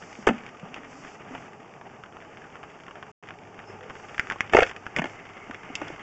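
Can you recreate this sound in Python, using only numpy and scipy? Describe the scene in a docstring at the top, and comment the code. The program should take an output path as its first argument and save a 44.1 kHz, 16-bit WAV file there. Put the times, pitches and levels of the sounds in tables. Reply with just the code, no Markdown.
"""The stiff push cable of a drain inspection camera ticks and snaps against its reel as it is pulled back by hand.
Snaps are short damped rings; the reel frame, a set of modes struck or rubbed, knocks early and later clatters twice.
Under it lie the cable's rub and drone, one faint squeak with a thin whistle, a scrape, a low hum and hiss:
shaped noise and gliding lines. The small microphone of the monitor is narrow-band; the sound drops out once, briefly."""
import sys
import numpy as np
from scipy import signal
from scipy.fft import rfft, irfft
from scipy.io import wavfile
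from scipy.ndimage import uniform_filter1d, map_coordinates

SR = 44100
rng = np.random.default_rng(int(sys.argv[2]) if len(sys.argv) > 2 else 0)


def inscribe(sig):
    """Save sig as 16-bit PCM at rate SR to the path in sys.argv[1].

    A 1-D sig is mono; a 2-D sig holds one channel per row.
    Samples are clipped to [-1, 1] before scaling.
    """
    pcm = np.round(np.clip(np.atleast_2d(sig).T, -1, 1) * 32767)
    wavfile.write(sys.argv[1], SR, pcm.astype(np.int16))


N = 265482


def amp(db):
    """Decibels to gain."""
    return 10 ** (np.asarray(db) / 20)


def evened(x, size=None):
    """Scales x so that its first samples (all by default) have rms 1."""
    return x / np.sqrt(np.mean(x[:size] ** 2) + 1e-20)


def read(points, hz):
    """Reads a table on a log-frequency axis."""
    f, value = np.transpose(points)
    return np.interp(np.log(hz + 1), np.log(f + 1), value)


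def coloured(x, points):
    """Filters x by a spectrum in dB."""
    gain = amp(read(points, np.fft.rfftfreq(len(x), 1 / SR)))
    return irfft(rfft(x) * gain, len(x))


def softened(x, hz):
    """Low-pass: a contact of finite length cannot excite anything far above hz."""
    return signal.sosfilt(signal.butter(4, min(hz, SR / 3), fs=SR, output="sos"), x)


def add(mix, start_s, sound):
    """Lays a sound into the mix at start_s."""
    part = mix[max(round(start_s * SR), 0):][:len(sound)]
    part += sound[:len(part)]


def wander(knots_per_s):
    """Smooth random curve of rms 1 through so many random knots a second."""
    knots = rng.standard_normal(8000)
    return evened(map_coordinates(knots, [np.arange(N) * knots_per_s / SR], order=3, mode="wrap"))


def ring(t, hz, t60_s):
    """One mode: a sine that dies by 60 dB in t60_s."""
    return np.sin(2 * np.pi * hz * t) * amp(-60 * t / t60_s)


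def contact(t, t60_s, rattle_db):
    """Force of a blow: one sharp push, then a dying rattle of tiny contacts at rattle_db relative to it."""
    force = rng.standard_normal(len(t)) * amp(-60 * t / t60_s)
    force *= amp(rattle_db) / np.linalg.norm(force)
    force[0] += 1
    return force


def tone(rows, rough, width_hz):
    """A gliding line, partly steady and partly blurred into narrow noise."""
    times, hz, db = np.transpose(rows)
    t = np.arange(N) / SR
    turn = np.exp(2j * np.pi * np.cumsum(np.interp(t, times, hz)) / SR)
    blur = 1 - rough + rough * (wander(width_hz) + 1j * wander(width_hz))
    gain = amp(np.interp(t, times, db, left=-120, right=-120))
    return gain * evened((turn * blur).real)


# How hard the sliding cable rubs. Each row: time in seconds, reference level in dB.
PULL_LEVELS = np.vstack([ [(0.0, -52), (0.42, -46.5), (0.53, -50.5), (1.31, -50.5), (1.58, -55),
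               (1.85, -55), (2.11, -55), (2.24, -51), (2.9, -52.5)], [(3.45, -55.5), (3.64, -52),
               (4.18, -49), (4.35, -47), (4.59, -50), (4.8, -49.5), (5.18, -49), (5.4, -48.5), (6.02, -45)],
               ])


def pull(s):
    """Reference level of the rub in dB at time s."""
    return np.interp(s, *np.transpose(PULL_LEVELS))


# Noise spectra of the sliding cable. Each row: frequency in Hz, relative density in dB.
RUMBLE_SPECTRUM = [(15, -56.5), (25, -32), (64, -20.5), (92, -7), (124, -3.5), (182, -2.5), (270, -6),
                   (358, -5), (437, -1.5), (524, -9.5), (805, -3), (1050, -13.5), (1200, -9), (1300, -19),
                   (1690, -23.5), (2860, -120)]
RUB_SPECTRUM = [(600, 0), (1000, -5), (1220, 3.5), (1500, -0.5), (2200, -2), (2900, -5), (3400, -19),
                (3900, -19.5), (4500, -43.5)]
HISS_SPECTRUM = [(3000, -12), (4300, -5), (5000, -1), (5800, 0.5), (7000, -2.5), (7700, -8.5),
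                 (8300, -15.5)]
# Cable runs faster through the hand. Each row: start in seconds, length in seconds, rub in dB, hiss in dB.
STROKE_SWELLS = [(-.05, 0.32, -67, -57.5), (0.71, .1, -44.5, -73), (0.864, 0.32, -60.5, -58.5),
                 (1.276, 0.23, -51, -63), (3.659, 0.092, -52.5, -65), (3.913, 0.46, -58, -61),
                 (4.62, 0.11, -61, -52), (5.03, 0.15, -52, -60), (5.735, 0.23, -46.5, -62)]
STROKE_EASE_S, STROKE_RUMBLE_DB = 0.039, -2  # swell and fall time; rumble relative to the stroke's rub
EASY_PULL_DB = -52  # rumble and hiss follow the pull above this by a share
RUMBLE_DB, RUMBLE_SHARE, HISS_DB, HISS_SHARE = -47.5, 0.06, -65.5, 0.48


def sliding(flutter_db=2.0, flutter_per_s=45, rub_db=-1.5):
    """Dull rumble and dry rub noise flutter together under a smooth hiss; each stroke adds a swell."""
    t = np.arange(N) / SR
    effort_db = pull(t) - EASY_PULL_DB
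    rumble = amp(RUMBLE_DB + RUMBLE_SHARE * effort_db)
    rub = amp(pull(t) + rub_db)
    hiss = amp(HISS_DB + HISS_SHARE * effort_db)
    for start_s, length_s, stroke_db, hiss_db in STROKE_SWELLS:
        edge_s = np.minimum(t - start_s, start_s + length_s - t)
        swell = np.clip(edge_s / STROKE_EASE_S, 0, 1)
        rumble = np.hypot(rumble, amp(stroke_db + STROKE_RUMBLE_DB) * swell)
        rub = np.hypot(rub, amp(stroke_db) * swell)
        hiss = np.hypot(hiss, amp(hiss_db) * swell)
    flutter = flutter_db * wander(flutter_per_s)
    layers = [(RUMBLE_SPECTRUM, rumble * amp(0.58 * flutter)), (RUB_SPECTRUM, rub * amp(flutter)),
              (HISS_SPECTRUM, hiss)]
    return sum(gain * evened(coloured(rng.standard_normal(N), shape)) for shape, gain in layers)


FIZZ_DB, FIZZ_FROM_HZ, FIZZ_DB_PER_HZ = -25, 1450, 0.0115  # the higher a snap, the more it fizzes


def click(db, hz, fizz_db, body_db=-23, body_t60_s=0.023, crack_db=-5, crack_hz=2650,
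          thud_db=-15, thud_hz=300, reach_hz=1550):
    """A snap of a few cycles with a sharp crack, the short ring of the coil behind it, and a bright fizz."""
    t = np.arange(2000) / SR
    # light ticks are short and gritty, hard snaps swell and ring cleanly
    hard = np.clip((db + 33.5) / 20, 0, 1)
    swell = 1 - np.exp(-t / (0.0001 + 0.00043 * hard))
    snap = ring(t, hz, 0.003 + 0.00078 * hard) * swell
    snap += amp(crack_db - 15.0 * hard) * ring(t, crack_hz, 0.0019)
    snap += amp(thud_db - 4.2 * hard) * ring(t, thud_hz, 0.0036)
    for ratio in (0.68, 0.85, 1.16):
        coil_hz = hz * ratio * rng.uniform(0.99, 1.063)
        snap += amp(body_db - 2.6 * hard) * rng.normal() * ring(t, coil_hz, body_t60_s)
    snap = signal.fftconvolve(contact(t, 0.038, -1 - 9 * hard), snap)[:len(t)]
    snap = softened(snap, hz + reach_hz)
    fizz = ring(t, 5400 * rng.uniform(0.92, 1.03), 0.0033) - 0.5 * ring(t, 7160, 0.0026)
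    fizz = signal.fftconvolve(contact(t, 0.034, 0), fizz)[:len(t)]
    return amp(db) * evened(snap, size=220) + amp(fizz_db) * evened(fizz, size=220)


# Clear ticks and snaps. Each row: start in seconds, level in dB before the mix trim, pitch in Hz.
CABLE_SNAPS = [(0.4645, -40, 2170), (0.743, -36, 2380), (1.0483, -41.5, 1500), (1.3508, -35, 1380),
               (1.8131, -41, 1420), (2.037, -38.5, 1600), (2.1687, -39, 1250), (2.372, -44, 1870),
               (2.5557, -40.5, 1500), (2.637, -42, 1680), (2.8822, -40, 1420), (2.9104, -40.5, 1400),
               (2.9556, -41.5, 1520), (3.0273, -36, 1500), (3.2365, -45.5, 1800), (3.288, -39, 1770),
               (3.3069, -36.5, 1390), (3.591, -40.5, 1690), (3.8093, -44, 1510), (3.8994, -37.5, 1500),
               (3.906, -35.5, 1330), (3.9541, -40.5, 1410), (4.1455, -37.5, 1700), (4.1807, -30, 1900),
               (4.1958, -18, 1900), (4.2713, -36.5, 1650), (4.3005, -25.5, 1890), (4.3116, -27, 1290),
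               (4.3216, -28.5, 1850), (4.3594, -36, 1270), (4.407, -18.5, 2000), (4.4968, -37.5, 2070),
               (4.6653, -33.5, 2130), (4.673, -37.5, 2040), (4.695, -36, 2060), (4.713, -35.5, 1710),
               (4.7638, -38.5, 2170), (4.8659, -30, 1460), (4.9638, -22.5, 2170), (5.511, -35, 1620),
               (5.5458, -36, 1930), (5.7539, -28, 3140), (5.8815, -43, 2960)]


def cable(count=220, grit_db=-1, spread_db=3, cap_db=7, loudest_db=-44):
    """The clear snaps, and random grit that follows the rubbing: mostly fine, now and then a small tick."""
    out, grit = np.zeros(N), []
    for when, size, pitch in rng.random((count, 3)):
        s = when * N / SR
        excess_db = min(-spread_db * np.log(1 - size), cap_db)
        db = pull(s) + grit_db + excess_db
        grit.append((s, min(db, loudest_db), 1100 + 1200 * pitch))
    for s, db, hz in list(CABLE_SNAPS) + grit:
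        fizz_db = db + FIZZ_DB + FIZZ_DB_PER_HZ * (hz - FIZZ_FROM_HZ)
        add(out, s, click(db, hz, fizz_db))
    return out


# Blows on the reel frame. Each row: start in seconds, boom in Hz, boom in dB and clack in dB before the mix trim.
FRAME_BLOWS = [(0.188, 220, -35, -64), (0.272, 386, -16, -17.5), (0.2788, 321, -27, -30),
               (0.288, 371, -20, -20.5), (0.2936, 220, -17.5, -32.5), (0.308, 254, -21.5, -40),
               (0.63, 182, -32.5, -78), (0.762, 310, -39, -41), (1.309, 272, -40, -50),
               (4.5345, 428, -18.5, -16.5), (4.548, 412, -5.5, -17), (4.5672, 500, -18.5, -11.5),
               (4.575, 466, -16.5, -21.5), (4.5871, 433, -9, -18), (4.592, 416, -22.5, -19.5),
               (4.605, 435, -32, -18.5), (4.621, 480, -22, -22), (4.625, 520, -18.5, -24.5),
               (4.631, 462, -26.5, -16.5), (4.986, 245, -28, -25), (4.9933, 168, -24, -26.5),
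               (5.0185, 278, -30, -27.5), (5.0417, 350, -29, -29.5), (5.056, 300, -38.5, -32),
               (5.496, 265, -34.5, -56), (5.7, 266, -35, -53), (5.816, 315, -28.5, -32.5),
               (5.901, 335, -35, -44)]
# Registers of the frame. Each row: low edge in Hz, high edge in Hz, rattle t60 in seconds,
# rattle in dB relative to the push, before a hard blow cleans it.
FRAME_REGISTERS = [(540, 1050, 0.027, -5.5), (1050, 4050, 0.025, 6), (4000, 7200, 0.025, 10)]
# Modes of the frame, for knocks and grinds. Each row: nominal frequency in Hz, relative level in dB, t60 in seconds.
FRAME_MODES = [(375, -11, .03), (443, -1.5, 0.034), (512, -4, 0.022), (595, -1.5, 0.025),
               (672, -1.5, 0.026), (741, -2, 0.027), (893, -1, 0.025), (1217, 2, 0.013), (1493, -2, 0.021),
               (1780, 4, 0.016), (2120, 0, 0.014), (2520, -4, 0.019), (2820, -5.5, 0.015),
               (3000, -4.5, 0.0048), (3470, -18, 0.0042), (4720, -1.5, 0.0051), (6080, 7.5, 0.0021),
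               (6500, -4.5, 0.0038), (7040, -10, 0.0025)]
BODY_SHARE, BODY_DB = 0.78, -1  # the low register lies between boom and clack in level
FIZZ_BELOW_DB = -20.5  # the top register follows the clack


def knocks(detune=0.025, push_db=-8.0, push_s=0.0017, boom_t60_s=0.049, boom_rattle_db=-8, clean_db=5):
    """Each blow rings the frame's modes and a damped boom whose pitch depends on where it lands."""
    out, t = np.zeros(N), np.arange(6000) / SR
    for s, boom_hz, boom_db, clack_db in FRAME_BLOWS:
        body_db = BODY_DB + BODY_SHARE * boom_db + (1 - BODY_SHARE) * clack_db
        levels_db = [body_db, clack_db, clack_db + FIZZ_BELOW_DB]
        # a hard blow is more push than rattle
        clean = clean_db * np.clip((boom_db + 19) / 10, 0, 1)
        # booms above 250 Hz die sooner
        life_s = boom_t60_s * min(250 / boom_hz, 1) ** 1.7
        force = contact(t, 0.081, boom_rattle_db - clean)
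        boom = signal.fftconvolve(force, ring(t, boom_hz, life_s))[:len(t)]
        band = signal.butter(2, [0.72 * boom_hz, 2.4 * boom_hz], "band", fs=SR, output="sos")
        add(out, s, amp(boom_db) * evened(signal.sosfilt(band, boom), size=300))
        for (lo, hi, t60_s, rattle_db), db in zip(FRAME_REGISTERS, levels_db):
            modes = sum(rng.choice([-1, 1]) * amp(mode_db) * ring(t, hz * (1 + detune * rng.normal()), mode_t60_s)
                        for hz, mode_db, mode_t60_s in FRAME_MODES if lo <= hz < hi)
            sound = signal.fftconvolve(contact(t, t60_s, rattle_db - clean), modes)[:len(t)]
            add(out, s, amp(db) * evened(softened(sound, 1.16 * hi), size=300))
        # the blow also shoves the case: one dull pulse
        u = t / push_s
        add(out, s, amp(min(boom_db, body_db) + push_db) * u * np.exp(1 - u))
    return out


# The cable grinds along the frame. 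Each row: start in seconds, hold in seconds, level in dB, release t60 in seconds.
GRIND_HOLDS = [(.267, 0.0056, -19, 0.086), (4.525, .101, -28.5, 0.039), (4.968, 0.015, -30.5, 0.073)]
SETTLE_DB, SETTLE_T60_S = -18, 0.39  # the loose coils go on shivering after a grind
GRIND_RISE_S = 0.002


def pressure():
    """Each grind bites at once, holds, lets go, and leaves a fainter shiver."""
    t, out = np.arange(N) / SR, np.zeros(N)
    for start_s, hold_s, db, t60_s in GRIND_HOLDS:
        after_s = np.maximum(t - start_s - hold_s, 0)
        shiver = amp(SETTLE_DB - 60 * after_s / SETTLE_T60_S)
        release = np.maximum(amp(-60 * after_s / t60_s), shiver)
        out += amp(db) * np.clip((t - start_s) / GRIND_RISE_S, 0, 1) * release
    return out


def grind(contacts_per_s=2500, spread_db=4, treble_db=-8):
    """A dense run of tiny slips keeps the frame's modes ringing."""
    t = np.arange(3000) / SR
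    sizes = rng.standard_normal(N) * amp(spread_db * rng.standard_normal(N))
    slips = sizes * (rng.random(N) < contacts_per_s / SR)
    frame = sum(amp(db + treble_db * (hz > 4000)) * ring(t, hz, t60_s) for hz, db, t60_s in FRAME_MODES)
    force = evened(slips) * pressure()
    return signal.fftconvolve(force, frame / np.linalg.norm(frame))[:N]


# Low mode of the frame. Each row: time in seconds, pitch in Hz, level in dB.
DRONE_LINE = [(.32, 233.4, -37), (.42, 231.7, -56), (.6, 247, -61), (.77, 268, -48.5), (1.07, 265, -51),
              (1.2, 263, -78), (1.33, 264, -45), (1.5, 260, -69)]


def drone():
    """The sliding cable makes the frame drone on a low mode: a blurred gliding line."""
    return tone(DRONE_LINE, rough=0.59, width_hz=73)


# Low hum. Each row: time in seconds, pitch in Hz, level in dB.
HUM_LINE = [(3.1, 103, -64), (3.3, 102, -53.5), (4.1, 101.3, -54), (5.2, 99.5, -60), (6.02, 100.6, -65)]


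def hum():
    """A low line, about half steady, that drifts slightly in pitch."""
    return tone(HUM_LINE, rough=0.55, width_hz=16)


# Squeak of the cable in its guide. Each row: time in seconds, pitch in Hz, level in dB.
SQUEAK_LINE = [(3.66, 390, -60), (3.71, 400, -45), (3.745, 421, -49), (3.78, 439, -49), (3.83, 487, -45),
               (3.88, 460, -47), (3.93, 443, -55)]
# Thin, high whistle at its start. Each row: time in seconds, pitch in Hz, level in dB.
WHISTLE_LINE = [(3.65, 5150, -74), (3.685, 5250, -55), (3.73, 5250, -69), (3.77, 5300, -73)]


def squeak():
    """The cable squeaks in its guide: a rough gliding line, with a whistle of narrow noise at its start."""
    return tone(SQUEAK_LINE, rough=0.93, width_hz=88) + tone(WHISTLE_LINE, rough=1.0, width_hz=380)


# Scrape of the cable. Each row: time in seconds, pitch in Hz, level in dB.
SCRAPE_LINE = [(5.08, 2116, -56), (5.2, 2110, -55.5), (5.42, 2146, -53), (5.55, 2096, -64),
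               (5.64, 2110, -55), (5.8, 2140, -50), (6.02, 2090, -61)]


def scrape():
    """A thin whistling scrape as the cable runs on: a line blurred almost wholly into narrow noise."""
    return tone(SCRAPE_LINE, rough=0.96, width_hz=270)


# Decay of the room. Each row: frequency in Hz, t60 in seconds.
ROOM_DECAY = [(150, 0.36), (400, 0.15), (1000, 0.23), (2500, 0.2), (8000, 0.088)]


def room(x):
    """A short, dull tail from the walls close by: noise that dies at its own rate in each band."""
    hz, t, z = signal.stft(rng.standard_normal(SR // 2), SR, nperseg=256)
    decay = amp(-60 * t / read(ROOM_DECAY, hz)[:, None])
    tail = signal.istft(z * decay, SR, nperseg=256)[1]
    tail[:300] = 0  # samples before the first reflection
    return signal.fftconvolve(x, tail / np.linalg.norm(tail))[:N]


def scene():
    """Knocks, grinds and snaps in the room, over the sliding cable and its tones."""
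    hits = amp(-1.5) * knocks() + grind() + amp(0.5) * cable()
    rubbing = sliding() + drone()
    return (hits + amp(-20.5) * room(hits) + rubbing + squeak() + scrape() + hum())[None]


# Response of the microphone. Each row: frequency in Hz, gain in dB.
MIC_RESPONSE = [(20, -5), (3400, 1), (3850, -8.5), (4010, -29.5), (4200, -7), (4700, -2.5), (7600, -0.5),
                (8100, -4), (8500, -28)]
# The dropout: start in seconds, end in seconds.
DROPOUT_SPAN_S = (3.116, 3.226)
EDGE_HZ = 8500


def record(dry):
    """A narrow-band microphone channel with a notch, soft overload and one short dropout."""
    t = np.arange(N) / SR
    silent = (t > DROPOUT_SPAN_S[0]) & (t < DROPOUT_SPAN_S[1])
    live = uniform_filter1d(1.0 - silent, size=40)
    overloaded = 1.297 * np.tanh(dry[0] / 1.263)
    x = coloured(overloaded, MIC_RESPONSE) * live
    low_pass = signal.firwin(301, EDGE_HZ, window=("kaiser", 8), fs=SR)
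    return signal.oaconvolve(x, low_pass, "same")[None]


dry = scene()
out = record(dry)
inscribe(out)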